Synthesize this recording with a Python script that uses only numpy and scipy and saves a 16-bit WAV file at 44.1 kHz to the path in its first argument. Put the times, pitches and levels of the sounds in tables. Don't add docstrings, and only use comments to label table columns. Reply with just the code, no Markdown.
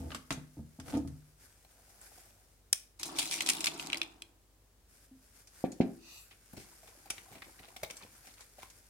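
import sys
import numpy as np
from scipy import signal
from scipy.fft import rfft, irfft, next_fast_len
from scipy.io import wavfile
from scipy.ndimage import uniform_filter1d

SR = 44100
rng = np.random.default_rng(int(sys.argv[2]) if len(sys.argv) > 2 else 0)


def master_out(mix):
    frames = np.transpose(np.atleast_2d(mix))
    ceiling = np.clip(frames, -1, 1)
    pcm = np.round(ceiling * 32767).astype(np.int16)
    wavfile.write(sys.argv[1], SR, pcm)


N = 392049

# frequency_hz, level_db (per Hz)
FLOOR = [(20, -19.5), (40, -8.5), (60, 5), (110, -4.5), (170, -8.5), (400, -10), (750, -15), (1300, -18.5),
         (2500, -22), (8000, -21), (16000, -24.5)]
FLOOR_DB = -68
# pitch_hz, level_db
HUM = [(49, -69), (98, -78), (147, -100)]
# frequency_hz, t60_s
ROOM = [(100, 0.41), (320, 0.48), (600, 0.36), (1200, 0.38), (3000, 0.33), (8000, 0.27), (13000, 0.33),
        (16000, 0.26)]
# frequency_hz, coherence (0 to 1)
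COHERENCE = [(100, 0.83), (500, 0.75), (1100, 0.26), (3000, 0.11), (16000, 0.084)]
# frequency_hz, left_minus_right_db
BALANCE = [(100, 1), (700, 0), (1500, 1), (5000, 0.5), (12000, 2.5)]
EDGE_HZ = 16200

# start_s, end_s, level_db, fade_s
RUBS = [(0.0, 0.11, -61.5, 0.083), (.3, 2.5, -72, .12), (.88, 0.95, -58.5, 0.022),
        (1.41, 1.455, -64, 0.022), (1.9, 2.25, -72, 0.13), (2.03, 2.075, -65, .02), (2.15, 2.2, -64, .03),
        (4.91, 5.05, -66, 0.03), (5.37, 5.41, -67, .025), (5.56, 5.62, -63.5, .03), (5.3, 8.88, -69, 0.15),
        (6.55, 8.42, -68.5, 0.08), (8.6, 8.64, -66, .025), (8.76, 8.88, -73, .05)]
# frequency_hz, level_db (per Hz)
RUB = [(100, 1.5), (700, 0), (1500, -1), (3000, -0.5), (5000, 0.5), (9000, 5), (12000, 1), (16000, -10)]
# frequency_hz, level_db (per Hz)
CAVITY = [(100, -45.5), (380, -15.5), (590, -4), (760, 0.5), (950, -11), (1300, -15.5), (2500, -25.5),
          (16000, -18)]
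# start_s, end_s
CARRY_SPAN_S = (2.05, 2.3)
CARRY_DB, CARRY_RISE_S, CARRY_FALL_S = -68.5, 0.33, 0.18
# start_s, level_db, brightness_db
SHIFTS = [(1.648, -62, -3), (1.708, -69, -5), (2.178, -57.5, -20), (2.305, -64, -6)]
SHIFT_S = 0.0026

# start_s, level_db, pitch_hz
CLINKS = [(2.014, -60, 7640), (5.719, -59, 6900), (7.103, -43, 9650), (7.968, -59, 7600)]
CLINK_T60_S = 0.026

# start_s, end_s
SNIFF_SPAN_S = (6.11, 6.18)
SNIFF_DB, SNIFF_RISE_S, SNIFF_FALL_S = -57, 0.083, 0.027
HISS_DB, HISS_LAG_S = -59.5, 0.041
# frequency_hz, level_db (per Hz)
NOSTRILS = [(300, -26), (800, -15), (1300, -11), (1550, -32), (1970, -10), (2200, -27), (2500, -1),
            (2780, -2), (3000, -12), (3260, -23), (3550, -8), (4700, -4.5), (5250, -15), (6000, -3.5),
            (6800, -16), (16000, -42)]
NOSE_HISS = [(3000, -40), (6700, -18), (7300, 3), (8500, -6), (9400, -9), (11000, -3), (12800, -5),
             (16000, -12)]

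# start_s, level_db, pitch_hz (of the mouth), length_s
SMACKS = [(6.83, -56.5, 650, .007), (7.056, -52.5, 784, 0.0064), (7.28, -59, 774, 0.0087),
          (7.321, -53.5, 810, 0.0084), (7.353, -57, 710, 0.0046), (7.481, -60, 530, 0.0047),
          (7.595, -61, 755, 0.0069), (7.64, -60, 830, .008), (7.679, -58, 660, 0.0049),
          (7.762, -52, 740, 0.0037), (7.831, -37, 603, 0.0034), (7.9, -51, 530, 0.0094),
          (8.24, -60.5, 730, 0.012), (8.272, -60, 746, .007), (8.583, -51.5, 592, 0.0043),
          (8.6305, -50, 1030, 0.00091)]
# start_s, end_s
LAP_SPAN_S = (7.08, 8.05)
LAP_DB, LAP_RISE_S, LAP_FALL_S = -67.5, 0.43, 0.15
# start_s, level_db, length_s
BUMPS = [(6.533, -45, 0.0038), (6.568, -44, 0.01), (7.307, -53.5, .01), (7.357, -52.5, 0.0067),
         (7.461, -56.5, .006), (7.597, -54, 0.0036), (7.682, -60.5, 0.0063), (7.828, -51.5, 0.0052),
         (8.022, -52, 0.014)]
# start_s, level_db, brightness_db, length_s
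CRUNCHES = [(6.309, -55, -14, 0.0068), (6.566, -52, 1, 0.022), (6.597, -59.5, 4, 0.018),
            (6.873, -57.5, -2, 0.008), (7.101, -39, 2.5, 0.0035), (7.18, -48, -24, 0.0028),
            (7.326, -62, -15, 0.0066), (7.352, -56, -14, 0.005), (7.38, -63, -9, 0.005),
            (7.42, -46, -36, .0025), (7.443, -56, -24, 0.0037), (7.591, -54.5, -16, 0.0036),
            (7.685, -58.5, -9, 0.0022), (7.764, -48, -3.5, 0.0028), (7.833, -40.5, -5, 0.0028),
            (7.846, -47, -21, 0.003), (7.9, -46, -8, 0.0044), (7.908, -49.5, 4, 0.0026),
            (8.269, -58, 1, 0.006), (8.407, -57.5, 5.5, 0.0063), (8.622, -56.5, 0, 0.0049),
            (8.63, -55, -10, 0.0023)]
CRUMBS_DB, CRUMBS_S = -18, 0.012
# start_s, end_s, level_db
CHEWS = [(7.32, 7.378, -64), (7.64, 7.644, -56.5), (8.022, 8.04, -55), (8.245, 8.317, -66.5),
         (8.38, 8.42, -61.5), (8.597, 8.66, -63)]
CHEW_FADE_S = 0.015
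# start_s, end_s
EATING_SPAN_S = (6.28, 8.88)
# start_s, level_db
TICKS = [(5.388, -76), (5.472, -54.5), (5.718, -50), (7.968, -47.5), (8.339, -57), (8.7, -53.5)]
TICK_S = 0.0053
# frequency_hz, level_db (per Hz)
BUMP = [(30, -7), (90, 2.5), (170, -2.5), (330, 1), (500, -9.5), (2000, -80), (16000, -87)]
CRUNCH = [(300, -18), (700, -14), (1100, -9), (1700, -8.5), (2280, 2.5), (2800, -6.5), (4000, -6.5),
          (6000, -19), (16000, -41)]
TICK = [(300, -16), (2000, -15.5), (4500, -4), (5600, -1), (7000, -3), (8300, -1.5), (10500, -7),
        (12500, -13), (16000, -23)]

# start_s, level_db, contact_s (deviation of the push), place_hz (favoured), slap_db
PATS = [(5.641, -27.5, 0.00032, 530, -50.5), (5.804, -21.5, 0.0004, 231, -40.5)]
# pitch_hz, level_db, t60_s
BOWL = [(95, -36, 0.066), (132, -12, 0.13), (241, 12, 0.03), (321, 3.5, 0.06), (531, 12, 0.032),
        (710, 12, 0.03), (178, -3.5, 0.19), (267.5, -9, 0.32), (337.6, -11, 0.44), (391, -13, .27),
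        (600, -14, 0.18), (747, -1, 0.16), (1160, 1.5, 0.11), (1320, -8, 0.1)]
# frequency_hz, left_minus_right_db, left_lead_rad
BOWL_SIDES = [(146, 0, -0.3), (232, -3, -0.27), (326, 12.5, 1), (516, -4.5, -0.26), (770, 8, 0.37)]
SEAT_S, SEAT_DB = 0.0044, -12.5
SHUDDER_DB, SHUDDER_S = -11.5, 0.022
# frequency_hz, level_db (per Hz)
SHUDDER = [(50, -42), (100, -18), (170, -2), (340, 4), (450, -15.5), (750, -7.5), (950, -19), (1300, -12),
           (2500, -41), (16000, -80)]
# start_s, pitch_hz, level_db, t60_s
NOTE = (5.111, 262, -57, .33)

# start_s, air_db, air_hz (favoured), panel_db, panel_hz, contact_s
THUDS = [(0.003, -46, 82, -65, 260, 0.0028), (0.046, -46, 78, -52, 259, 0.003),
         (0.306, -46.5, 144, -44.5, 266.7, 0.0027), (0.372, -49, 148, -46.5, 255.4, 0.0025),
         (0.567, -51, 151, -53, 296, 0.0024), (0.589, -45.5, 155, -48, 234, 0.0027),
         (0.787, -51, 109, -48.5, 256, 0.0023), (0.937, -41.5, 120, -36, 237.4, 0.0013),
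         (0.966, -40, 112, -37.5, 292.5, 0.001), (1.047, -43.5, 125, -47, 275.6, 0.0028),
         (1.11, -52, 140, -58, 257, 0.0044)]
# pitch_hz, level_db, t60_s
BIN_AIR = [(64.6, -6, 0.48), (80.2, 1.5, 0.32), (130, 0, 0.24), (150.8, -5.5, 0.56), (184, -9.5, 0.29)]
BIN_WALLS = [(232.4, -3.5, 0.19), (295.5, -9, 0.4), (344, -4.5, 0.12), (434, -9.5, 0.14), (488, -6.5, 0.14),
             (560, -12.5, 0.14), (661, -4.5, 0.07), (768, -9, 0.062), (885, -5.5, 0.058),
             (1230, -17.5, 0.08)]
FIRM_S, WALLS_DB, SOFTEN_DB = 0.0018, -8, 3.5
PANEL_T60_S, PLACE_DB = 0.19, 9.5
# start_s, end_s, level_db, pitch_hz
GROANS = [(0.001, 0.096, -47, 268.7), (0.131, 0.175, -48.5, 264), (0.941, 0.977, -33, 279)]
GROAN_SAG = 0.072
# start_s, level_db, brightness_db
CLACKS = [(0.105, -48.5, -30), (0.118, -42.5, -27), (0.147, -39, -1), (0.3063, -31.5, -7), (0.324, -50, 11),
          (0.799, -50, -1), (0.882, -58, 0), (0.902, -59, 7), (0.94, -49.5, -9), (.951, -48, -10),
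          (0.972, -58.5, 9), (1.075, -61.5, 6)]
CLACK_S, SNAP_S, SNAP_DB = 0.0055, 0.00052, -7.5
# frequency_hz, level_db (per Hz)
CLACK = [(150, -8.5), (350, -10), (670, -6), (1000, -10.5), (1240, -3.5), (1600, -10), (2700, -12),
         (5000, -18), (16000, -60)]
# start_s, end_s, judder_db, scrape_db
DRAGS = [(0.0, 0.096, -49.5, -67), (0.898, 0.972, -45.5, -53)]
DRAG_RISE_S, DRAG_FALL_S = 0.036, 0.023

# start_s, end_s
POUR_SPAN_S = (3.08, 3.94)
# start_s, end_s
FALLING_SPAN_S = (2.99, 4.3)
POUR_DB, POUR_RISE_S, POUR_FALL_S = -49, 0.072, 0.13
# start_s, level_db, length_s
SLIPS = [(2.994, -42.5, 0.016), (3.0312, -34.5, 0.003), (3.161, -39, 0.019), (3.184, -29.5, 0.0064),
         (3.1916, -28.5, 0.0036), (3.221, -36.5, 0.028), (3.311, -35.5, 0.0025), (3.331, -31.5, 0.016),
         (3.462, -32, 0.0068), (3.496, -24.5, 0.0033), (3.514, -40.5, 0.004), (3.552, -48, 0.013),
         (3.606, -36, 0.0034), (3.6585, -32.5, 0.0016), (3.787, -41.5, 0.029)]
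SLIP_RING_DB = -5.5
STIR_DB, SETTLE_S = -12, 0.13
# start_s, level_db, brightness_db, length_s
DROPS = [(3.053, -55, 15, 0.015), (3.218, -42, -3, 0.0019), (3.226, -42, -1, 0.0025),
         (3.256, -43.5, 1, 0.0017), (3.32, -36, 2, 0.0072), (3.378, -48, -1, 0.0024),
         (3.384, -56, 8, 0.0011), (3.406, -30.5, -5, 0.0022), (3.419, -51, 14.5, 0.0028),
         (3.473, -43, -5, 0.002), (3.485, -43, 3, 0.002), (3.489, -32.5, 6, 0.001),
         (3.536, -56.5, 8.5, 0.0015), (3.642, -34, 3.5, 0.0026), (3.669, -27.5, -9, 0.0017),
         (3.676, -34, -4.5, 0.0018), (3.685, -51, 5, 0.0012), (3.796, -38, -19.5, 0.0016),
         (3.826, -50, 1, 0.00072), (3.862, -55.5, 6, 0.0007), (3.871, -54, 10.5, 0.00058),
         (3.9, -41, -9.5, 0.0013), (3.922, -43, -12.5, 0.00068), (3.93, -28.5, -14.5, 0.0013),
         (3.9446, -37, -12, 0.0012), (3.955, -44, -13, .0015), (3.972, -52, 11, 0.00099),
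         (3.9805, -60.5, 12, 0.00086), (4.0155, -29.5, -18.5, 0.0014), (4.03, -43, -7, 0.002),
         (4.2207, -45, -3.5, 0.0012)]
LANDING_DB = -20
# start_s, scoop_db, tick_db, length_s
RIM_TAPS = [(2.7288, -41.5, -22.5, 0.00051), (2.7311, -36.5, -26.5, 0.00071)]
# pitch_hz, level_db, t60_s
SCOOP_MODES = [(2040, 4, 0.078), (2240, 1, 0.049), (2420, -2, 0.072), (2544, -1, 0.052), (2750, 3, 0.057),
               (3186, 1, 0.055), (3350, -5.5, 0.05), (3500, -10.5, 0.04), (4120, 7, 0.14), (4630, -7, .05),
               (5420, -6, 0.04), (6170, -0.5, 0.04), (7058, -2, 0.058)]
# frequency_hz, level_db (per Hz)
SCOOP = [(200, -34.5), (900, -18), (1650, -15.5), (2080, -4), (2400, 1), (2950, -4), (3300, 0),
         (3750, -5.5), (4700, -9), (6000, -24), (16000, -42)]
RIM = [(300, -24), (2000, -11.5), (4500, -5), (5700, 5.5), (7000, -2), (8500, 0.5), (10700, -3.5),
       (12000, -8.5), (13700, -10), (15000, -9.5), (16000, -6)]
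HEAP = [(50, -53), (95, -25.5), (150, -3.5), (230, -5.5), (325, 8), (400, -4.5), (540, -19), (690, -3.5),
        (1000, -7), (1400, -15), (3000, -22.5), (16000, -73.5)]


def amp(db):
    return 10 ** (np.asarray(db) / 20)


def evened(x):
    return x / np.sqrt(np.mean(x ** 2) + 1e-20)


def read(points, hz):
    f, value = np.transpose(points)
    return np.interp(np.log(hz + 1), np.log(f + 1), value)


def add(mix, s, sound):
    part = mix[:, max(round(s * SR), 0):][:, :sound.shape[-1]]
    part += sound[..., :part.shape[1]]


def smoothed_noise(count, size, second_size):
    once = uniform_filter1d(rng.standard_normal(count), size=size)
    return evened(uniform_filter1d(once, size=second_size))


def coloured(x, spectrum, ripple_db=0, size=4096):
    ripple = ripple_db * smoothed_noise(size // 2 + 1, 44, 30)
    level_db = read(spectrum, np.fft.rfftfreq(size, 1 / SR)) + ripple
    cepstrum = irfft(np.log(amp(level_db)))
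    cepstrum[1:size // 2] *= 2
    cepstrum[size // 2 + 1:] = 0
    response = irfft(np.exp(rfft(cepstrum)))
    return signal.oaconvolve(x, response[None], axes=1)[:, :x.shape[1]]


def ports(x, lag=.00004):
    size = next_fast_len(N)
    hz = np.fft.rfftfreq(size, 1 / SR)
    a, b = rfft(x, size)
    same = np.clip(read(COHERENCE, hz), 0, 1)
    lean = amp(read(BALANCE, hz) / 2)
    right = (same * a + np.sqrt(1 - same ** 2) * b) * np.exp(2j * np.pi * hz * lag)
    return irfft(np.array([a * lean, right / lean]), size)[:, :N]


def room(x, wet_db, size=20):
    t = np.arange(SR) / SR
    present = rng.random((2, SR)) < 1 / size
    taps = rng.choice([-1., 1.], (2, SR)) * present * (t > .004)
    hz, t, z = signal.stft(taps, SR, nperseg=256)
    same = np.clip(read(COHERENCE, hz), 0, 1)[:, None]
    z[1] = same * z[0] + np.sqrt(1 - same ** 2) * z[1]
    decay = amp(-60 * t / read(ROOM, hz)[:, None])
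    tail = signal.istft(z * decay, SR, nperseg=256)[1]
    tail /= np.linalg.norm(tail[0])
    return x + amp(wet_db) * signal.fftconvolve(x, tail, axes=1)[:, :N]


def grains(per_s, spread_db):
    size = amp(spread_db * np.minimum(rng.exponential(1, N), 4))
    size = size * (rng.random(N) < per_s / SR)
    return size * rng.standard_normal((2, N))


def catching(depth_db, size=700):
    return amp(depth_db * smoothed_noise(N, size, size // 2))


def swell(start, end, db, rise, fall):
    t = np.arange(N) / SR
    building = (np.minimum(t - start, 0) / rise) ** 2
    dying = np.maximum(t - end, 0) / fall
    return amp(db) * np.exp(-building - dying)


def cracks(rows, colours, trims_db, ragged_db, ripple_db, rise=0.12, size=6000, count=24):
    out, t = np.zeros((2, N)), np.arange(size) / SR
    for s, *levels_db, length in rows:
        run = np.exp(-t / (2 * length)) * (1 - np.exp(-t / (rise * length)))
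        run *= amp(ragged_db * np.repeat(rng.uniform(-1.6, 1.6, size), count)[:size])
        for db, trim_db, colour in zip(levels_db, trims_db, colours):
            sound = coloured(run * rng.standard_normal((2, size)), colour, ripple_db)
            sound *= np.sqrt(.01 * SR) / np.linalg.norm(sound, axis=1, keepdims=True)
            add(out, s, amp(db + trim_db) * sound)
    return ports(out)


def ring(modes, contact, size=SR):
    t = np.arange(size) / SR
    sound = np.zeros(size)
    for hz, db, t60 in modes:
        sound += amp(db - 60 * t / t60) * np.sin(2 * np.pi * (hz * t + rng.random()))
    sound *= 1 - np.exp(-(t / contact) ** 2)
    return sound / np.sqrt(np.mean(sound[t < .04] ** 2))


def resonated(x, modes):
    return signal.oaconvolve(x, modes[None] / np.linalg.norm(modes), axes=1)[:, :N]


def pellets(span, low_hz, high_hz, ring_s, spread_db, count, overtone=1.5, size=1200):
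    out, t, (start, end) = np.zeros((2, N)), np.arange(size) / SR, span
    knock = np.exp(-t / ring_s) * (1 - np.exp(-10 * t / ring_s))
    for when, pitch, weakness, left, right in rng.random((count, 5)):
        hz = low_hz * (high_hz / low_hz) ** pitch
        phase = 2 * np.pi * (hz * t + np.array([[left], [right]]))
        tone = np.sin(phase) + .5 * np.sin(overtone * phase)
        add(out, start + when * (end - start), amp(-spread_db * weakness) * knock * tone)
    return evened(out) * np.sqrt((end - start) * SR / N)


def background():
    t = np.arange(N) / SR
    hum = sum(amp(db) * np.sqrt(2) * np.sin(2 * np.pi * (hz * t + rng.random())) for hz, db in HUM)
    air = evened(coloured(rng.standard_normal((2, N)), FLOOR))
    return hum + amp(FLOOR_DB) * ports(air)


def rubbing():
    texture = np.zeros((2, N))
    for _ in range(4):
        patch = grains(per_s=2700, spread_db=2.4) * catching(depth_db=2.5, size=2600)
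        texture += evened(coloured(patch, RUB, ripple_db=3.5))
    strokes = sum(swell(start, end, db, fade, fade) for start, end, db, fade in RUBS)
    rustle = grains(per_s=2700, spread_db=4.0) * catching(depth_db=3.0, size=1400)
    hollow = evened(coloured(rustle, CAVITY))
    carry = swell(*CARRY_SPAN_S, CARRY_DB, CARRY_RISE_S, CARRY_FALL_S)
    return ports(amp(2.0) * evened(texture) * strokes + hollow * carry)


def clinking():
    out = np.zeros((2, N))
    for s, db, hz in CLINKS:
        modes = [(hz, 0, CLINK_T60_S), (1.11 * hz, -8, CLINK_T60_S)]
        clink = np.array([ring(modes, contact=.0004, size=4000) for _ in out])
        add(out, s, amp(db) * clink)
    return room(out, wet_db=-13)


def carrying():
    rows = [(s, db, db + bright, SHIFT_S) for s, db, bright in SHIFTS]
    shifts = cracks(rows, [CAVITY, SCOOP], trims_db=[-.5, -.5], ragged_db=2.5, ripple_db=3.5)
    return room(shifts, wet_db=-12.0)


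def sniffing():
    whistle = evened(coloured(rng.standard_normal((2, N)), NOSTRILS))
    whistle *= swell(*SNIFF_SPAN_S, SNIFF_DB, SNIFF_RISE_S, SNIFF_FALL_S)
    hiss = evened(coloured(rng.standard_normal((2, N)), NOSE_HISS, ripple_db=-1.0))
    hiss *= swell(*np.add(SNIFF_SPAN_S, HISS_LAG_S), HISS_DB, SNIFF_RISE_S, SNIFF_FALL_S)
    return room(ports(whistle + hiss), wet_db=-2.0)


def smacking():
    rows = [(s, db, db, db, length) for s, db, _, length in SMACKS]
    smacks = cracks(rows, [BUMP, CAVITY, CRUNCH], trims_db=[-12, -2.5, -11],
                    ragged_db=4.0, ripple_db=3.5, rise=0.4)
    for s, db, hz, length in SMACKS:
        mouth = ring([(hz, 0, .04), (0.916 * hz, -7, .03)], contact=length / 2, size=4000)
        add(smacks, s, amp(db - 9.5) * mouth)
    return smacks


def licking():
    licks = pellets(EATING_SPAN_S, low_hz=450, high_hz=1100, ring_s=.005, spread_db=16, count=200)
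    wet = grains(per_s=300, spread_db=1.5) * catching(depth_db=5, size=1400)
    crackle = evened(coloured(wet, CRUNCH, ripple_db=2))
    nudges = evened(coloured(grains(per_s=130, spread_db=3.5), HEAP))
    working = ports(amp(-1) * licks + amp(-7.0) * crackle + amp(-5) * nudges)
    working *= swell(*LAP_SPAN_S, LAP_DB, LAP_RISE_S, LAP_FALL_S)
    return room(smacking() + working, wet_db=-11.5)


def biting():
    rows = [(s, db, db, length) for s, db, length in BUMPS]
    bumps = cracks(rows, [BUMP, CAVITY], trims_db=[-1.5, -8], ragged_db=6.5, ripple_db=2, rise=0.073)
    rows = [(s, db, db, db, db + bright, length) for s, db, bright, length in CRUNCHES]
    crunches = cracks(rows, [BUMP, CAVITY, CRUNCH, TICK], trims_db=[-16, -12, 0, .5],
                      ragged_db=3.5, ripple_db=2.0, rise=0.08, count=40)
    rows = [(s, db, db, TICK_S) for s, db in TICKS]
    ticks = cracks(rows, [CRUNCH, TICK], trims_db=[-13, -1.6], ragged_db=3.0, ripple_db=2, rise=0.1)
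    crumbs = pellets(EATING_SPAN_S, low_hz=900, high_hz=4600, ring_s=.0009, spread_db=20, count=2600)
    shed = sum(swell(s + length, s + length, db + CRUMBS_DB, length, CRUMBS_S)
               for s, db, _, length in CRUNCHES)
    ground = sum(swell(start, end, db, CHEW_FADE_S, CHEW_FADE_S) for start, end, db in CHEWS)
    return room(bumps + crunches + ticks + ports(crumbs * (shed + ground)), wet_db=-9.0)


def bowl_modes(place_hz):
    t, sides = np.arange(SR) / SR, np.array(BOWL_SIDES)
    port = np.array([[.5], [-.5]])
    modes = np.zeros((2, SR))
    for hz, db, t60 in BOWL:
        decay = amp(db + port * read(sides[:, :2], hz) - 60 * t / t60)
        lead = port * read(sides[:, ::2], hz)
        weight = 1 / (1 + 0.64 * np.log(hz / place_hz) ** 2)
        modes += weight * decay * np.cos(2 * np.pi * hz * t + lead)
    return modes


def patting():
    out = np.zeros((2, N))
    for s, level_db, contact, place_hz, _ in PATS:
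        push = signal.windows.gaussian(257, contact * SR)
        sound = signal.oaconvolve(bowl_modes(place_hz), push[None], axes=1)
        add(sound, SEAT_S, amp(SEAT_DB) * sound)
        onset_rms = np.sqrt(np.mean(sound[:, :SR // 60] ** 2))
        add(out, s - len(push) / 2 / SR, amp(level_db) * sound / onset_rms)
    rows = [(s + SEAT_S, slap_db, .007) for s, *_, slap_db in PATS]
    slaps = cracks(rows, [CRUNCH], trims_db=[-1.5], ragged_db=0.0, ripple_db=2.0)
    rows = [(s, db + SHUDDER_DB, SHUDDER_S) for s, db, *_ in PATS]
    out += cracks(rows, [SHUDDER], trims_db=[0], ragged_db=-1.5, ripple_db=6.0)
    s, hz, db, t60 = NOTE
    add(out, s, amp(db) * ring([(hz, 0, t60)], contact=0.0036))
    return room(out + slaps, wet_db=-12.5)


def bin_judder():
    drag = sum(swell(start, end, db, DRAG_RISE_S, DRAG_FALL_S) for start, end, db, _ in DRAGS)
    modes = ring(BIN_AIR, contact=0.0029) + amp(3.0) * ring(BIN_WALLS, contact=0.00074)
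    judder = evened(grains(per_s=430, spread_db=1.0)) * drag
    return amp(-1.0) * ports(resonated(judder, modes))


def bin_knocks():
    out = np.zeros((2, N))
    for s, air_db, air_hz, panel_db, panel_hz, contact in THUDS:
        air = [(hz, db - PLACE_DB * abs(np.log2(hz / air_hz)), t60) for hz, db, t60 in BIN_AIR]
        wall_db = panel_db + WALLS_DB - SOFTEN_DB * np.log2(contact / FIRM_S)
        boom = amp(air_db) * ring(air, contact)
        panel = amp(panel_db) * ring([(panel_hz, 0, PANEL_T60_S)], contact)
        walls = amp(wall_db) * ring(BIN_WALLS, contact)
        add(out, s, boom + panel + walls)
    return out


def bin_groans():
    out = np.zeros((2, N))
    for start, end, db, hz in GROANS:
        pitch = hz * np.interp(np.arange(N) / SR, [start, end], [1, 1 - GROAN_SAG])
        tone = np.sqrt(2) * np.sin(2 * np.pi * np.cumsum(pitch) / SR)
        out += tone * swell(start, end, db, 0.0075, 0.0077) * catching(depth_db=0.5, size=300)
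    return out


def rim_clacks():
    scrape = ports(evened(coloured(grains(per_s=450, spread_db=3.0), CLACK)))
    scrape *= sum(swell(start, end, db, DRAG_RISE_S, DRAG_FALL_S) for start, end, _, db in DRAGS)
    rows = []
    for s, db, bright in CLACKS:
        for trim, length in [(SNAP_DB, SNAP_S), (0, CLACK_S)]:
            rows.append((s, db + trim, db + bright + trim, length))
    clacks = cracks(rows, [CLACK, TICK], trims_db=[-.5, -2.2], ragged_db=1.2, ripple_db=2.0, rise=0.018)
    return clacks + scrape


def food_bin():
    body = bin_judder() + bin_knocks() + bin_groans()
    return room(body, wet_db=-9) + room(rim_clacks(), wet_db=-9.5)


def sliding_kibble():
    flow = swell(*POUR_SPAN_S, POUR_DB, POUR_RISE_S, POUR_FALL_S)
    flow *= np.arange(N) / SR > SLIPS[0][0]
    stir_power = sum(swell(s, s, db + STIR_DB, length, SETTLE_S) ** 2 for s, db, length in SLIPS)
    stir = np.sqrt(stir_power + (amp(-8.5) * flow) ** 2)
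    rattle = pellets(FALLING_SPAN_S, low_hz=2300, high_hz=11000, ring_s=.0016, spread_db=20, count=800)
    dust = amp(-6) * evened(coloured(grains(per_s=400, spread_db=4), TICK, ripple_db=2))
    knocks = pellets(FALLING_SPAN_S, low_hz=520, high_hz=1600, ring_s=.003, spread_db=16, count=220)
    heap = np.zeros((2, N))
    for _ in range(3):
        patch = coloured(grains(per_s=260, spread_db=0.75), HEAP, ripple_db=2.0)
        heap += amp(-6.0) * evened(patch)
    landing = sum(swell(s, s, db + LANDING_DB, length, 0.02) for s, db, _, length in DROPS)
    loose = amp(-4.5) * (rattle + dust) * stir
    landed = (amp(-1.0) * heap + amp(-8.5) * knocks) * np.hypot(flow, landing)
    return ports(loose + landed)


def scoop_clicks():
    drops = [(s, db, db + bright, length) for s, db, bright, length in DROPS]
    slips = [(s, db + SLIP_RING_DB, db, length) for s, db, length in SLIPS]
    clicks = cracks(drops, [SCOOP, TICK], trims_db=[-.3, .2], ragged_db=3.0, ripple_db=2.5, rise=0.1)
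    clicks += cracks(slips, [SCOOP, TICK], trims_db=[-.3, -.3], ragged_db=4.0, ripple_db=3, rise=0.1,
                     count=70)
    return clicks


def pouring():
    slide, clicks = sliding_kibble(), scoop_clicks()
    taps = cracks(RIM_TAPS, [SCOOP, RIM], trims_db=[-.3, .2], ragged_db=2.0, ripple_db=1.5, rise=0.2)
    wall = ring(SCOOP_MODES, contact=0.00022, size=4000)
    ringing = amp(-22) * resonated(clicks + slide, wall)
    return room(slide, wet_db=-7.0) + room(clicks + taps, wet_db=-15.5) + ringing


def scene():
    surroundings = background() + rubbing() + clinking()
    dog = sniffing() + licking() + biting()
    return surroundings + dog + carrying() + patting() + food_bin() + pouring()


def record(dry):
    thin = signal.sosfilt(signal.butter(2, 38, "high", fs=SR, output="sos"), dry)
    lowpass = signal.firwin(511, EDGE_HZ, window=("kaiser", 9), fs=SR)
    return signal.oaconvolve(thin, lowpass[None], "same")


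dry = scene()
out = record(dry)
master_out(out)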